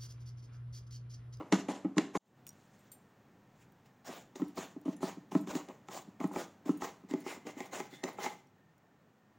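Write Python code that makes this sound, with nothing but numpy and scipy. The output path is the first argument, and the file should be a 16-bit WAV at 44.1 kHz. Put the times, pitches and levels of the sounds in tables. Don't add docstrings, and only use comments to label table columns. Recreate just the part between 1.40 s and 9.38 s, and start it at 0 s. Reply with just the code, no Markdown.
import sys
import numpy as np
from scipy import signal
from scipy.fft import rfft, irfft
from scipy.io import wavfile
from scipy.ndimage import map_coordinates

SR = 44100
rng = np.random.default_rng(int(sys.argv[2]) if len(sys.argv) > 2 else 0)


def elevation(decibels):
    levels = np.asarray(decibels, float)
    return 10 ** (levels / 20)


def transcribe(u):
    v = np.clip(np.atleast_2d(u).T, -1, 1)
    q = np.round(v * 32767).astype(np.int16)
    wavfile.write(sys.argv[1], SR, q)


N = 351918
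CUT_S = 0.7765


# [f/Hz, level/dB, t60/s]
BOX_MODES = [(195, 11, .08), (299, 4, .047), (375, 4, .04)]
# [f/Hz, level/dB, t60/s]
DECK_MODES = [(459, 2, 0.014), (650.5, -9, 0.072), (825.4, -5.5, 0.07), (1047, -2, 0.023),
              (1310, -8.5, 0.048), (1940, -14, 0.054), (2160, -0.5, 0.0092)]
# [f/Hz, level/dB per Hz]
RUB_SPECTRUM = [(240, -5.5), (400, -9), (698, -3), (826, -2.5), (906, -2.5), (1250, -5.5), (1370, -40),
                (2120, -23), (3000, -15.5), (3900, -58.5), (6600, -120)]
# [f/Hz, level/dB per Hz]
HISS_SPECTRUM = [(1410, 0.5), (2400, -3.5), (2520, -3.5), (2930, -4.5), (3570, -4.5), (4860, -8.5),
                 (7230, -2), (7710, -9), (8750, -13.5), (9780, -17), (12500, -21.5), (13500, -24),
                 (15000, -10.5), (16000, -9)]
# [start t/s, swell t/s, hold t/s, level/dB]
FINGER_RUSTLES = [
    (1.081, 0.024, 0.38, -76.5),
    (1.51, .012, .002, -67.5),
    (2.126, 0.099, .002, -70.5),
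    (2.38, 0.0065, .002, -84),
    (2.446, 0.013, .002, -69),
]


def strokes():
    bumps = grains(per_s=410, spread_db=2.5)
    rumble = rms_one(sum(elevation(db) * ring(bumps, hz, 1.27 * t60) for hz, db, t60 in BOX_MODES))
    slips = grains(per_s=1000, spread_db=2.0)
    ringing = rms_one(sum(elevation(db) * ring(slips, hz, 0.3 * t60) for hz, db, t60 in DECK_MODES))
    rub = rms_one(coloured(slips, RUB_SPECTRUM) + 0.68 * ringing)
    hiss = coloured(grains(per_s=9000, spread_db=2.0) + 0.3 * slips, HISS_SPECTRUM)
    flutter_db = 3.04 * drift(45)
    rustle_gain = swells(*np.transpose(FINGER_RUSTLES), fall=440)
    hiss_gain = pressure(layer=0) * elevation(flutter_db - 6.5) + rustle_gain
    scrape = pressure(layer=1) * elevation(flutter_db + 2.0) * rub + hiss_gain * hiss
    return pressure(layer=2) * rumble + patchy(scrape, patchy_db=3.0)


# [start t/s, swell t/s, hold t/s, wet hiss level/dB, deck rub level/dB]
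PUSH_STROKES = [(0.118, 0.0065, 0.0024, -31, -33.5), (0.281, 0.0058, 0.035, -40.5, -42.5),
                (0.56, 0.014, 0.033, -43.5, -45.5), (0.735, 0.022, 0.014, -43, -45.5),
                (2.645, 0.036, 0.089, -48.5, -53.5), (3.147, 0.026, 0.065, -46, -50),
                (3.605, 0.025, 0.046, -43.5, -48.5), (4.07, 0.084, 0.0095, -45, -46),
                (4.472, 0.047, 0.054, -46.5, -52), (4.915, 0.059, 0.044, -43.5, -45.5),
                (5.4, 0.014, 0.059, -46.5, -49.5), (5.84, 0.039, 0.026, -41.5, -46),
                (6.155, 0.037, 0.042, -50.5, -51.5), (6.31, 0.024, 0.062, -44, -49),
                (6.631, 0.0038, 0.029, -44, -41.5), (6.772, 0.052, 0.05, -41, -48)]
# [start t/s, swell t/s, hold t/s, wet hiss level/dB, deck rub level/dB]
RETURN_STROKES = [(0.0, 0.00041, 0.0015, -66, -38.5), (0.44, 0.0089, .01, -92, -52.5),
                  (2.95, 0.0092, 0.0018, -52, -54.5), (2.99, 0.0091, 0.01, -60, -50.5),
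                  (3.45, 0.0053, 0.039, -54.5, -52.5), (3.91, 0.008, .03, -48.5, -51.5),
                  (4.066, .006, 0.024, -53, -60), (4.28, 0.019, 0.0016, -62.5, -50),
                  (4.795, 0.0091, 0.03, -54.5, -48), (5.25, 0.0074, 0.034, -53.5, -54),
                  (5.685, 0.019, 0.033, -51, -53.5), (6.05, 0.022, 0.0088, -50, -46.5),
                  (6.5, 0.033, .002, -52.5, -66)]
PUSH_FALL, RETURN_FALL = (249, 307, 100), (165, 345, 180)   # hiss, rub, rumble die away (dB per s)


def pressure(layer):
    out = 0
    for rows, fall in ((PUSH_STROKES, PUSH_FALL), (RETURN_STROKES, RETURN_FALL)):
        start, swell, hold, hiss_db, rub_db = np.transpose(rows)
        rumble_db = -56.5 + 0.6 * (rub_db + 49)
        db = hiss_db, rub_db, rumble_db
        out = out + swells(start, swell, hold, db[layer], fall[layer])
    return out


# [t/s, thud level/dB, lowest mode level/dB, clack level/dB, crack level/dB]
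BLADE_BITES = [(0.1237, -15, -9, -20, -27.5), (0.286, -24, -18.5, -25, -57), (0.568, -21.5, -7, -32, -64),
               (0.581, -17.5, -16, -20, -26.5), (0.752, -29, -9.5, -20, -50),
               (2.689, -45, -7.5, -31.5, -80), (3.175, -34.5, -10.5, -30.5, -63),
               (3.606, -48, -16, -47, -72), (3.629, -27.5, -8.5, -22.5, -69),
               (4.073, -36.5, -7.5, -38.5, -53), (4.152, -24, -16.5, -33, -42.5),
               (4.485, -51, -3, -38.5, -53), (4.911, -48, -16, -34.5, -88), (4.937, -50, -23, -36, -80),
               (4.96, -33, -10, -28.5, -49), (5.42, -40.5, -10, -23, -50), (5.863, -38.5, -27, -33, -69),
               (6.204, -40.5, -34, -29, -44.5), (6.401, -42.5, -16, -23.5, -43),
               (6.637, -33, -15.5, -34.5, -35.5), (6.785, -47, -5, -31, -61), (6.832, -49, -25, -33, -60),
               (6.862, -46, -25, -16.5, -48)]
# [t/s, thud level/dB, lowest mode level/dB, clack level/dB, crack level/dB]
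STEP_DROPS = [(2.956, -44, -14, -41, -50), (3.018, -21, -16, -35, -57), (3.479, -21.5, -13.5, -34.5, -64),
              (3.918, -36.5, -6, -36.5, -68), (3.951, -15, -12, -27, -48), (4.286, -49, -8, -44, -53),
              (4.802, -31.5, -16, -41, -55), (4.841, -21, -9.5, -33.5, -52.5),
              (5.259, -32.5, -18, -48.5, -63), (5.292, -16.5, -16, -31, -53), (5.71, -29, -23, -45, -47.5),
              (5.737, -22.5, -18, -27, -49), (6.068, -36, -25, -43, -48.5)]
# [t/s, thud level/dB, lowest mode level/dB]
TURN_BUMPS = [(0.001, -38, -25), (0.447, -20.5, -14.5), (2.997, -36, -6), (3.363, -34, -17.5),
              (3.457, -27.5, -22.5), (3.771, -37.5, -9.5), (4.004, -50, 8.5), (4.133, -37.5, -12.5),
              (4.676, -45.5, -3), (5.637, -45, -6), (5.799, -42, -20), (5.966, -44, -9), (6.051, -42, -15),
              (6.168, -37.5, -31), (6.526, -44, -21)]


def knocks():
    dull = [(s, db, low, db - 13, db - 48) for s, db, low in TURN_BUMPS]
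    blows = sorted(list(map(tuple, BLADE_BITES)) + list(map(tuple, STEP_DROPS)) + dull)
    s, thud_db, low_db, clack_db, crack_db = np.transpose(blows)
    upper_db = 2.5 + 0.7 * np.minimum(clack_db - thud_db, 4.0) - 0.17 * (thud_db + 44)
    upper_db = upper_db + 0.8 * (s - 4.0)
    chance = rng.standard_normal((len(s), len(DECK_MODES)))
    out = np.zeros(N)
    jolt = soften(rng.standard_normal(N), 0.00006)
    for (hz, db, t60), lean in zip(BOX_MODES, (low_db, 0, upper_db)):
        shudder = ring(clicks_at(s, thud_db + db + lean - 35.0), hz, 0.018)
        out += ring(shudder, hz, t60)
    for k, (hz, db, t60) in enumerate(DECK_MODES):
        heavy_db = (hz < 700) * 0.34 * (thud_db - clack_db - 1.5)
        sharp_db = (hz > 1500) * 0.55 * (crack_db - clack_db + 19.5)
        blow = clicks_at(s, clack_db + db + heavy_db + 2.2 * chance[:, k] + sharp_db - 21.5)
        strike = dying(blow, 0.013) * jolt + 2.77 * soften(blow, 0.00008)
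        out += ring(strike, hz, t60) * (-1) ** min(k, 4)
    blow = soften(clicks_at(s, crack_db + 3.0), 0.00027)
    crack_gain = dying(blow, 0.015) + 0.2 * dying(blow, 0.019)
    rough = coloured(rng.standard_normal(N), HISS_SPECTRUM)
    return out + crack_gain * rms_one(soften(rough, 0.00002))


# [f/Hz, level/dB, t60/s]
DRAG_MODES = [(2072, 7, 0.035), (1747, -26, 0.017), (807, 1, 0.041)]


def guard():
    t = np.arange(N) / SR
    drag_from_s, lifted_s, squeak_s, squeak_width_s = 5.69, 7.0, 6.55, 0.035
    slips = grains(per_s=3300, spread_db=3.5)
    squeak_gain = elevation(-63) * np.exp(-((t - squeak_s) / squeak_width_s) ** 2)
    squeak = squeak_gain * rms_one(ring(slips, 3500, 0.015))
    resting = elevation(-74) * (t < lifted_s)
    drag_gain = (t > drag_from_s) * (pressure(layer=0) * elevation(-11) + resting)
    singing = sum(elevation(db) * ring(slips, hz, t60) for hz, db, t60 in DRAG_MODES)
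    return drag_gain * rms_one(singing) + squeak


# [t/s, peak level/dB]
GUARD_SNAPS = [(1.0673, -29), (1.0745, -34), (1.082, -42), (1.091, -30.5), (1.1044, -44), (1.1294, -52),
               (2.2184, -63), (2.3217, -54), (2.6544, -48), (3.1564, -46), (3.4141, -51), (3.8033, -69),
               (7.071, -58), (7.38, -61.5)]
# [f/Hz, level/dB, t60/s]
SNAP_MODES = [(3030, -22, .02), (3550, -15, 0.031), (5730, -1, 0.034), (6940, -3, 0.021), (8340, -3, 0.017),
              (9200, -5.5, 0.023), (14000, -3, 0.009), (15100, 1, 0.021)]


def spikes():
    s, peak_db = np.transpose(GUARD_SNAPS)
    chance = rng.standard_normal((len(s), len(SNAP_MODES)))
    white = rng.standard_normal(N)
    modes = np.zeros(N)
    for (hz, db, t60), luck in zip(SNAP_MODES, chance.T):
        tear = dying(clicks_at(s, peak_db + db + 4.0 * luck - 28), 0.0031) * white
        modes += ring(tear, hz, t60)
    treble = signal.butter(2, 5000, "high", fs=SR, output="sos")
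    bright = signal.sosfilt(treble, white[::-1])
    return modes + dying(clicks_at(s, peak_db - 14.5), 0.011) * bright


# [t/s, peak level/dB, low ring f/Hz, middle ring f/Hz, high ring f/Hz]
BANGLE_TOUCHES = [(0.8305, -68, 7520, 9040, 12000), (0.854, -66, 7540, 9130, 13200),
                  (0.8789, -65, 7420, 8420, 12000), (1.3917, -62, 7380, 8380, 12000),
                  (1.5174, -40, 7580, 8880, 12300), (3.0809, -54, 5700, 9110, 13300),
                  (3.5653, -51, 6300, 7200, 9120), (4.0108, -49, 7040, 8510, 11800),
                  (4.8728, -51, 7190, 8790, 11300), (4.9327, -49, 6490, 9080, 13300),
                  (5.3727, -48, 6700, 9100, 13400), (5.8032, -49, 7220, 9630, 13600),
                  (6.2567, -50, 7530, 9120, 13400), (6.7301, -56, 7140, 9790, 11900)]
# [level/dB, t60/s]
BANGLE_MODES = [(3.5, 0.11), (5.5, 0.15), (5, 0.12), (-10, 0.1), (4, 0.13)]


def bangles():
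    out = np.zeros(N)
    t = np.arange(int(0.3 * SR)) / SR
    treble = signal.butter(4, 8000, "high", fs=SR, output="sos")
    tick = signal.sosfilt(treble, rng.standard_normal(len(t)))
    for s, peak_db, low_hz, middle_hz, high_hz in BANGLE_TOUCHES:
        grip = 1.6 if s > 2.6 else 1
        pitches = low_hz, middle_hz, high_hz, 0.6 * low_hz, 1.165 * high_hz
        song = np.zeros(len(t))
        for hz, (db, t60) in zip(pitches, BANGLE_MODES):
            beat = 1 + 0.3 * np.cos(2 * np.pi * hz * 0.0037 * t)
            song += elevation(db - 60 * t / t60 * grip) * np.sin(2 * np.pi * hz * t) * beat
        at = int(s * SR)
        out[at:at + len(t)] += elevation(peak_db - 24 - 0.94 * (grip - 6.0)) * song
        out[at:at + len(t)] += elevation(peak_db - 13 - 60 * t / 0.02) * tick
    return out


# [t/s, level/dB]
BOARD_JOLTS = [
    (0.125, -67),
    (0.447, -74),
    (0.58, -68),
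    (3.18, -75),
    (3.63, -76),
    (4.1, -76),
    (4.96, -72),
    (5.42, -73),
    (6.637, -80),
]


def jolts():
    push = soften(clicks_at(*np.transpose(BOARD_JOLTS)), 0.00075) * 10
    return ring(push, 89.5, 0.11)


def kitchen(x):
    t60_s, wall_cut_hz, level_db = 0.37, 6000, -13.5
    t = np.arange(int(0.6 * SR)) / SR
    tail = rng.standard_normal(len(t)) * elevation(-60 * t / t60_s) * np.clip(t / 0.0095, 0, 1)
    dull = signal.sosfilt(signal.butter(1, wall_cut_hz, fs=SR, output="sos"), tail)
    tail = dull + (tail - dull) * elevation(-60 * t / 0.1)
    return elevation(level_db) * signal.fftconvolve(x, tail / np.sqrt(np.sum(tail ** 2)))[:N]


# [f/Hz, level/dB per Hz]
AIR_SPECTRUM = [(18, -39), (30, -33.5), (43, -33), (103, 0.5), (210, 2.5), (319, -4), (632, -9.5),
                (721, -7.5), (1070, -12), (1810, -16.5), (2120, -19.5), (4910, -30.5), (6720, -29),
                (11400, -45), (16000, -28.5)]
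# [t/s, level/dB]
AIR_LEVELS = [(0.0, -58.5), (0.78, -64.5), (2.5, -64.5), (6.9, -63), (7.05, -67), (7.98, -67)]
# [f/Hz, width f/Hz, level/dB, rise over the scene level/dB]
APPLIANCE_TONES = [(1820, 92, -88, 6), (204, 21, -75.5, -14), (133.3, 18, -76, -12.5)]


def air():
    level_db, = in_time([AIR_LEVELS])
    white = rng.standard_normal(N)
    tones = np.zeros(N)
    for hz, width, db, rise_db in APPLIANCE_TONES:
        waver_db = db + rise_db * np.arange(N) / N + 6.1 * drift(9.8)
        tones += elevation(waver_db) * rms_one(ring(white, hz, 6.7 / width))
    return elevation(level_db + 0.14 * drift(6.3)) * coloured(rng.standard_normal(N), AIR_SPECTRUM) + tones


def swells(start, swell, hold, db, fall):
    t = np.arange(0, N + 32, 32)[:, None] / SR - start
    rise_db = 20 * np.minimum(t / np.maximum(swell, 1e-3) - 1, 0)
    shape_db = rise_db - fall * np.maximum(t - swell - hold, 0)
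    gain = np.sum(elevation(db + shape_db) * (t >= 0), axis=1)
    return np.interp(np.arange(N) / 32, np.arange(len(gain)), gain)


def patchy(x, patchy_db):
    hz, s, cells = signal.stft(x, SR, nperseg=256)
    blotches = rng.standard_normal((40, 400))
    where = np.meshgrid(4 * np.log2(1 + hz / 500), s / 0.03, indexing="ij")
    gain = elevation(patchy_db * map_coordinates(blotches, where, order=1))
    return signal.istft(cells * gain, SR, nperseg=256)[1][:N]


def grains(per_s, spread_db):
    sizes = elevation(spread_db * np.minimum(rng.exponential(1, N), 5)) * rng.choice([-1, 1], N)
    return sizes * (rng.random(N) < per_s / SR)


def clicks_at(s, db):
    out = np.zeros(N)
    out[(np.asarray(s) * SR).astype(int)] = elevation(db)
    return out


def ring(clicks, hz, t60):
    r, w = elevation(-60 / (t60 * SR)), 2 * np.pi * min(hz, 20000) / SR
    return signal.lfilter([0, np.sin(w)], [1, -2 * r * np.cos(w), r * r], clicks + 1e-18)


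def soften(x, contact_s):
    r = np.exp(-1 / (contact_s * SR))
    return signal.lfilter([(1 - r) ** 2], [1, -2 * r, r * r], x + 1e-18)


def dying(clicks, t60):
    return signal.lfilter([1], [1, -elevation(-60 / (t60 * SR))], clicks + 1e-18)


def coloured(x, points):
    hz, db = np.transpose(points)
    axis = np.maximum(np.fft.rfftfreq(N, 1 / SR), 1)
    gain = elevation(np.interp(np.log(axis), np.log(hz), db, -90, -90))
    return rms_one(irfft(rfft(x) * gain, N))


def rms_one(x):
    return x / np.sqrt(np.mean(x ** 2) + 1e-20)


def drift(rate):
    knots = rng.standard_normal(2000)
    return np.interp(np.arange(N) * rate / SR, np.arange(2000), knots)


def in_time(tables):
    s, *columns = np.transpose(np.vstack(tables))
    return [np.interp(np.arange(N) / SR, s, c) for c in columns]


def scene():
    first_top_hz, box_cut_hz, fade_in_s = 14700, 185.8, 0.21
    t = np.arange(N) / SR
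    dry = strokes() + guard() + knocks() + bangles()
    close = spikes()
    no_bass = signal.butter(6, box_cut_hz, "high", fs=SR, output="sos")
    dry = signal.sosfilt(no_bass, dry)
    first, second = dry * (t < CUT_S), dry * (t >= CUT_S)
    first = soften(first, 0.000015)
    room = air() + jolts()
    first_top = signal.cheby2(18, 50, first_top_hz, fs=SR, output="sos")
    first = signal.sosfilt(first_top, first + kitchen(first) + room)
    second = second + close + kitchen(second + 0.4 * close) + room
    fade_out = np.clip((CUT_S - t) / 0.0017, 0, 1)
    fade_in = np.clip((t - CUT_S) / fade_in_s, 0, 1) ** 2
    mono = first * fade_out + second * fade_in
    return np.array([mono, mono])


# [from t/s, to t/s, low f/Hz, high f/Hz, share of patches 0-1]
UNRELATED_TREBLE = [
    (0, .78, 4400, 14000, .55),
    (2.6, 5.5, 9500, 14800, .65),
    (2.6, 5.5, 4300, 9500, .03),
    (5.65, 5.95, 9500, 15000, .4),
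    (6.62, 6.72, 4300, 15800, .5),
]


def patchy_side(mono):
    hz, s, cells = signal.stft(mono, SR, nperseg=1024)
    luck = rng.random((40, 120))[(hz / 700).astype(int)][:, (s / 0.07).astype(int)]
    share = np.zeros(cells.shape)
    for start, end, low, high, part in UNRELATED_TREBLE:
        share += part * ((hz >= low) & (hz < high))[:, None] * ((s >= start) & (s < end))
    turned = cells * np.exp(2j * np.pi * rng.random(cells.shape)) * (luck < share)
    return elevation(-4) * signal.istft(turned, SR, nperseg=1024)[1][:N]


def low_pass(x):
    return signal.sosfilt(signal.butter(12, 16970, fs=SR, output="sos"), x)


def record(dry):
    wide = dry + patchy_side(dry[0]) * [[1], [-1]]
    top_cut = signal.cheby2(24, 50, 16100, fs=SR, output="sos")
    mix = signal.sosfilt(top_cut, wide)
    return low_pass(mix)


dry = scene()
out = record(dry)
transcribe(out)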